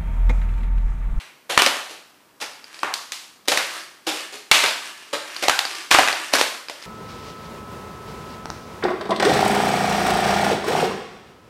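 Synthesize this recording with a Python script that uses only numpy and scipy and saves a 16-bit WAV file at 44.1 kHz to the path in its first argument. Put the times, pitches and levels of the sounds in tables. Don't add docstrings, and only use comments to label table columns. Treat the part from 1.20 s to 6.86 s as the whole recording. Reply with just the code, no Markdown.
import sys
import numpy as np
from scipy import signal
from scipy.fft import rfft, irfft
from scipy.io import wavfile

SR = 44100
rng = np.random.default_rng(int(sys.argv[2]) if len(sys.argv) > 2 else 0)


def wav_record(signal):
    frames = np.transpose(np.atleast_2d(signal))
    bounded = np.clip(frames, -1, 1)
    quanta = np.round(bounded * 32767).astype(np.int16)
    wavfile.write(sys.argv[1], SR, quanta)


N = 249606
LEAD = SR // 2


def undb(db):
    return 10 ** (np.asarray(db) / 20)


def unit(x):
    return x / np.sqrt(np.sum(x ** 2) + 1e-18)


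def along(hz, points):
    f, value = np.transpose(points)
    return np.interp(np.log(hz + 1), np.log(f), value)


def response(db_at, size=2048):
    log_gain = np.log(undb(db_at(np.fft.rfftfreq(size, 1 / SR))))
    cepstrum = irfft(log_gain)
    cepstrum[1:size // 2] *= 2
    cepstrum[size // 2 + 1:] = 0
    return irfft(np.exp(rfft(cepstrum)))


def colour(x, points):
    shape = unit(response(lambda hz: along(hz, points)))
    return signal.fftconvolve(x, shape)[:len(x)]


def add(track, s, x):
    start = max(int(s * SR) + LEAD, 0)
    part = x[:max(len(track) - start, 0)]
    track[start:start + len(part)] += part


def quiet_room():
    # f/Hz, level/dB
    hiss_colour = [(25, -29), (60, -16), (130, -7.5), (260, 0), (520, -3.5), (1200, -3.5), (2500, -15),
                   (6000, -20), (15000, -17.5)]
    return undb(-57) * colour(rng.standard_normal(N), hiss_colour)


def walls(build_s=0.0012, bass_db=-3.5, treble_db=-1):
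    # f/Hz, time/s
    tail_times = [(150, 0.65), (350, 0.49), (1000, 0.65), (4500, 0.62), (14000, 0.66)]
    # delay/s, level/dB
    first_echoes = [(.0042, -31), (.0135, -26), (.0152, -16), (.0215, -23)]
    size = 32768
    t = np.arange(size) / SR
    hz = np.fft.rfftfreq(size, 1 / SR)
    tilt_db = along(hz, [(200, bass_db), (1500, 0), (10000, treble_db)])
    noise = rfft(rng.standard_normal(size)) * undb(tilt_db)
    centres, t60s = np.transpose(tail_times)
    tail = 0
    for share, t60 in zip(np.eye(len(centres)), t60s):
        band = irfft(noise * along(hz, np.c_[centres, share]))
        tail = tail + band * np.exp(-np.log(1000) * t / t60)
    echo = unit(tail * (1 - np.exp(-t / build_s)))
    for delay, db in first_echoes:
        echo[int(delay * rng.uniform(.93, 1.07) * SR)] += undb(db)
    return echo


def room(x, wet_db):
    paths = undb(wet_db) * walls()
    paths[0] += 1
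    return signal.fftconvolve(x, paths)


def fractures(count, per_s, spread_db, grit, shard_q=4):
    def clicks(rate):
        hit = np.flatnonzero(rng.random(count) < rate / SR)
        size_db = spread_db * np.minimum(rng.exponential(size=len(hit)), np.pi)
        train = np.zeros(count)
        train[hit] = undb(size_db) * rng.choice([-1, 1], len(hit))
        return train

    shards = 0
    for hz in np.geomspace(500, 13000, 10):
        hz = min(hz * 2 ** rng.uniform(-0.34, 0.27), SR / 3)
        ring = signal.iirpeak(hz, shard_q, fs=SR)
        shards = shards + signal.lfilter(*ring, clicks(per_s / 2))
    dry_clicks = 1.15 * unit(clicks(per_s))
    dust = grit * unit(rng.standard_normal(count))
    return unit(unit(shards) + dry_clicks + dust) * np.sqrt(count)


def piece(push, bass_db, treble_db, ring_hz, ring_db, ring_width):
    # f/Hz, level/dB
    plastic = [(35, -41), (60, -18), (190, -15.5), (295, -4.5), (458, -4.5), (564, -1.5), (648, -4),
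               (762, -1), (1830, -4), (2420, -2.5), (4110, -6.5), (9020, -15.5), (12200, -21), (15000, -31)]
    tilt = [(100, -5), (250, bass_db), (480, bass_db), (900, -1), (1700, 0.5), (4500, treble_db)]

    def own_db(hz):
        off_ring = (hz - ring_hz) / (ring_width * ring_hz)
        return along(hz, plastic) + along(hz, tilt) + ring_db / (1 + off_ring ** 2)

    plain = response(lambda hz: along(hz, plastic))
    return signal.fftconvolve(push, response(own_db)) / np.sqrt(np.sum(plain ** 2))


def bass_of(ring_hz, middle_db, db_per_octave):
    return middle_db - db_per_octave * np.log2(ring_hz / 1020)


def split(decay_s, wet_db, opening_s=0.00039, ripple=0.68, shade_db=-3):
    t = np.arange(1024) / SR
    fade = np.exp(-t / decay_s) * (1 - np.exp(-t / opening_s))
    burst = rfft(fade * rng.standard_normal(len(t)))
    shade = undb(along(np.fft.rfftfreq(len(t), 1 / SR), [(4000, 0), (11000, shade_db)]))
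    direct = irfft(shade * np.abs(burst) ** ripple * np.exp(1j * np.angle(burst)))
    push = undb(wet_db) * walls()
    push[:len(t)] += unit(np.sqrt(fade) * direct) * np.sqrt(np.mean(shade ** 2))
    return push * np.sqrt(.005 * SR)


def rubble():
    # middle t/s, length/s, level/dB
    shifts = [(1.58, 0.21, -46.5), (2.552, 0.15, -35.5), (2.971, 0.13, -34.5), (3.663, 0.08, -37),
              (3.82, 0.21, -47.5), (4.146, 0.24, -38), (4.544, 0.18, -34.5), (4.995, 0.27, -35),
              (5.66, 0.18, -43.5)]
    # f/Hz, level/dB
    sliding = [(59, -84), (100, -39), (196, -34), (279, -4.5), (399, -2), (524, -15.5), (582, -10),
               (942, -6.5), (2180, -1.5), (10300, -14.5), (15000, -29)]
    standing_db, trim_db = -63.5, -1.5
    t = (np.arange(LEAD + N) - LEAD) / SR
    motion = undb(standing_db)
    for s, length, db in shifts:
        motion = motion + undb(db) * np.exp(-(2 * (t - s) / length) ** 2)
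    shards = fractures(LEAD + N, per_s=300, spread_db=5, grit=.7, shard_q=7)
    scrape = colour(shards * motion * undb(trim_db), sliding)
    return room(scrape, wet_db=0.5)[:LEAD + N]


def thumps(contact_s=0.00058, rebound_s=0.025):
    # t/s, height of the push/dB
    heel_drops = [(0.3745, -22), (3.312, -34), (4.744, -22), (4.7865, -39)]
    out = np.zeros(LEAD + N)
    t = np.arange(SR // 8) / SR
    push = t * np.exp(-t / contact_s)
    rebound = t * np.exp(-t / rebound_s)
    blow = (push - rebound * push.sum() / rebound.sum()) / push.max()
    for s, db in heel_drops:
        add(out, s, undb(db) * blow)
    return out


def ticks(middle_hz=4760, scatter_octaves=0.05):
    # t/s, level/dB
    flicks = [(1.442, -42), (1.5436, -39.5), (1.5914, -41.5), (3.016, -41), (4.164, -30), (4.452, -25),
              (4.9276, -25), (5.4844, -33), (5.625, -39.5)]
    out = np.zeros(LEAD + N)
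    for s, db in flicks:
        push = split(decay_s=0.002, wet_db=-2.5)
        ring_hz = middle_hz * 2 ** (scatter_octaves * rng.standard_normal())
        click = piece(push, bass_db=-1.5, treble_db=-0.5, ring_hz=ring_hz, ring_db=14.5, ring_width=0.11)
        add(out, s, undb(db) * click)
    return out


def crunches(trim_db=-1, rise_share=0.17):
    # t/s, starting level/dB, ring of the piece f/Hz, treble/dB, decay time/s
    showers = [(-0.12, -21, 2400, 0.5, 0.013), (0.293, -21.5, 700, 1.5, 0.037),
               (0.387, -9, 2800, -3, 0.011), (0.468, -13.5, 800, -1.5, 0.01),
               (0.69, -39.5, 400, 4.5, 0.048), (1.2, -39, 596, 8, 0.017), (1.212, -31.5, 500, 8, 0.019),
               (1.221, -22, 870, -8.5, 0.011), (1.643, -21.5, 940, -28, 0.016),
               (2.254, -43.5, 2800, -2, 0.0091), (2.276, -23, 510, 6, 0.017),
               (2.321, -14.5, 565, -1, 0.0048), (2.378, -25, 1900, -10, 0.035),
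               (2.865, -21.5, 380, 2.5, 0.039), (3.122, -36, 380, 5, 0.043), (3.33, -16, 2670, 2, 0.065),
               (3.436, -11.5, 569, -1.5, 0.009), (3.929, -19.5, 605, -2, 0.023),
               (4.222, -20.5, 525, 0, 0.022), (4.234, -17.5, 670, -1.5, 0.009),
               (4.706, -24.5, 450, 7, 0.0093), (4.718, -17, 700, 4, 0.014), (4.739, -11, 2000, 1, 0.012),
               (4.797, -24.5, 770, -1, 0.039), (4.89, -20.5, 1800, -3, 0.021), (5.12, -27, 2400, -6, 0.015),
               (5.132, -16.5, 280, 6, 0.009), (5.148, -12.5, 1010, 2, 0.0092), (5.18, -22, 890, 3.5, 0.043)]
    crumble_db, crumble_s = -14, 0.054
    out = np.zeros(LEAD + N)
    t = np.arange(SR // 4) / SR

    def crush(decay, grains):
        load = np.exp(-t / decay) * (1 - np.exp(-t / (rise_share * decay)))
        return unit(load * grains) * np.sqrt(decay * SR / 2)

    for s, db, ring_hz, treble_db, decay in showers:
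        push = crush(decay, fractures(len(t), per_s=700, spread_db=3, grit=0.25))
        remains = fractures(len(t), per_s=160, spread_db=5.5, grit=0.11)
        push += undb(crumble_db) * crush(crumble_s, remains)
        bass_db = bass_of(ring_hz, middle_db=-0.5, db_per_octave=4.5)
        shower = piece(push, bass_db, treble_db, ring_hz, ring_db=4, ring_width=.14)
        add(out, s, undb(db + trim_db) * room(shower, wet_db=-2.5))
    return out


def cracks():
    # t/s, level/dB, ring of the piece f/Hz, ring/dB, treble/dB, room share/dB
    snaps = [(0.376, -5, 1175, 8, -1, -3.5), (0.42, -12.5, 400, 3.5, 6, -2.5),
             (0.4623, -13.5, 575, 14, 6, -9.5), (1.6312, -15, 1100, 6.5, -10, 1),
             (1.739, -29, 4500, 2.5, 15, -4), (1.92, -28, 2870, 0, 9, 0.5),
             (2.283, -20, 530, 13, 11.5, 0.5), (2.3176, -16, 537, 5, 0.5, 2),
             (2.3734, -14, 1900, 5, 2, -1.5), (3.3136, -5.5, 4000, 5, 3.5, -3),
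             (3.3174, -9.5, 2300, 8, -1, -3), (3.4602, -18.5, 4770, 7.5, -0.5, 2),
             (4.2827, -11, 780, 11.5, 3, -3), (4.2959, -12, 1510, 13, 1.5, -4.5),
             (4.3904, -16.5, 3880, 3.5, 5.5, -4.5), (4.7121, -9, 1100, 2, 0, 3),
             (4.716, -10.5, 1494, 4, -3, 2), (4.7472, -7, 1280, 6, -10, -1),
             (4.7862, -7.5, 733, 8.5, -4.5, -2.5), (4.792, -11.5, 700, 3.5, -3, -2),
             (4.8315, -17, 1790, 7, -11, -15), (4.8751, -14.5, 1820, 5.5, -4, -5.5),
             (4.884, -14.5, 1920, 10, -2.5, -22), (5.1364, -13, 584, 6, 1.5, 0),
             (5.2121, -11.5, 546, 3, 1.5, -5.5), (5.497, -29.5, 614, 8, 2, 1)]
    out = np.zeros(LEAD + N)
    for s, db, ring_hz, ring_db, treble_db, wet_db in snaps:
        push = split(decay_s=0.0028, wet_db=wet_db)
        bass_db = bass_of(ring_hz, middle_db=-2.5, db_per_octave=5)
        snap = piece(push, bass_db, treble_db, ring_hz, ring_db, ring_width=0.17)
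        add(out, s, undb(db) * snap)
    return out


def scene():
    # f/Hz, level/dB
    side_colour = [(80, -26), (250, -33), (800, -53.5), (2500, -56), (6000, -41.5), (12000, -25.5)]
    steps = (cracks() + ticks() + crunches() + rubble() + thumps())[LEAD:]
    mid = steps + quiet_room()
    short_echo = unit(walls()[:SR // 40])
    side_echo = signal.fftconvolve(short_echo, response(lambda hz: along(hz, side_colour)))
    side = signal.fftconvolve(mid, side_echo)[:N]
    return np.array([mid + side, mid - side])


def record(dry):
    clipped = np.clip(dry, -1, 1)
    top_cut = signal.ellip(10, .1, 70, 15100, fs=SR, output="sos")
    return signal.sosfilt(top_cut, clipped)


dry = scene()
out = record(dry)
wav_record(out)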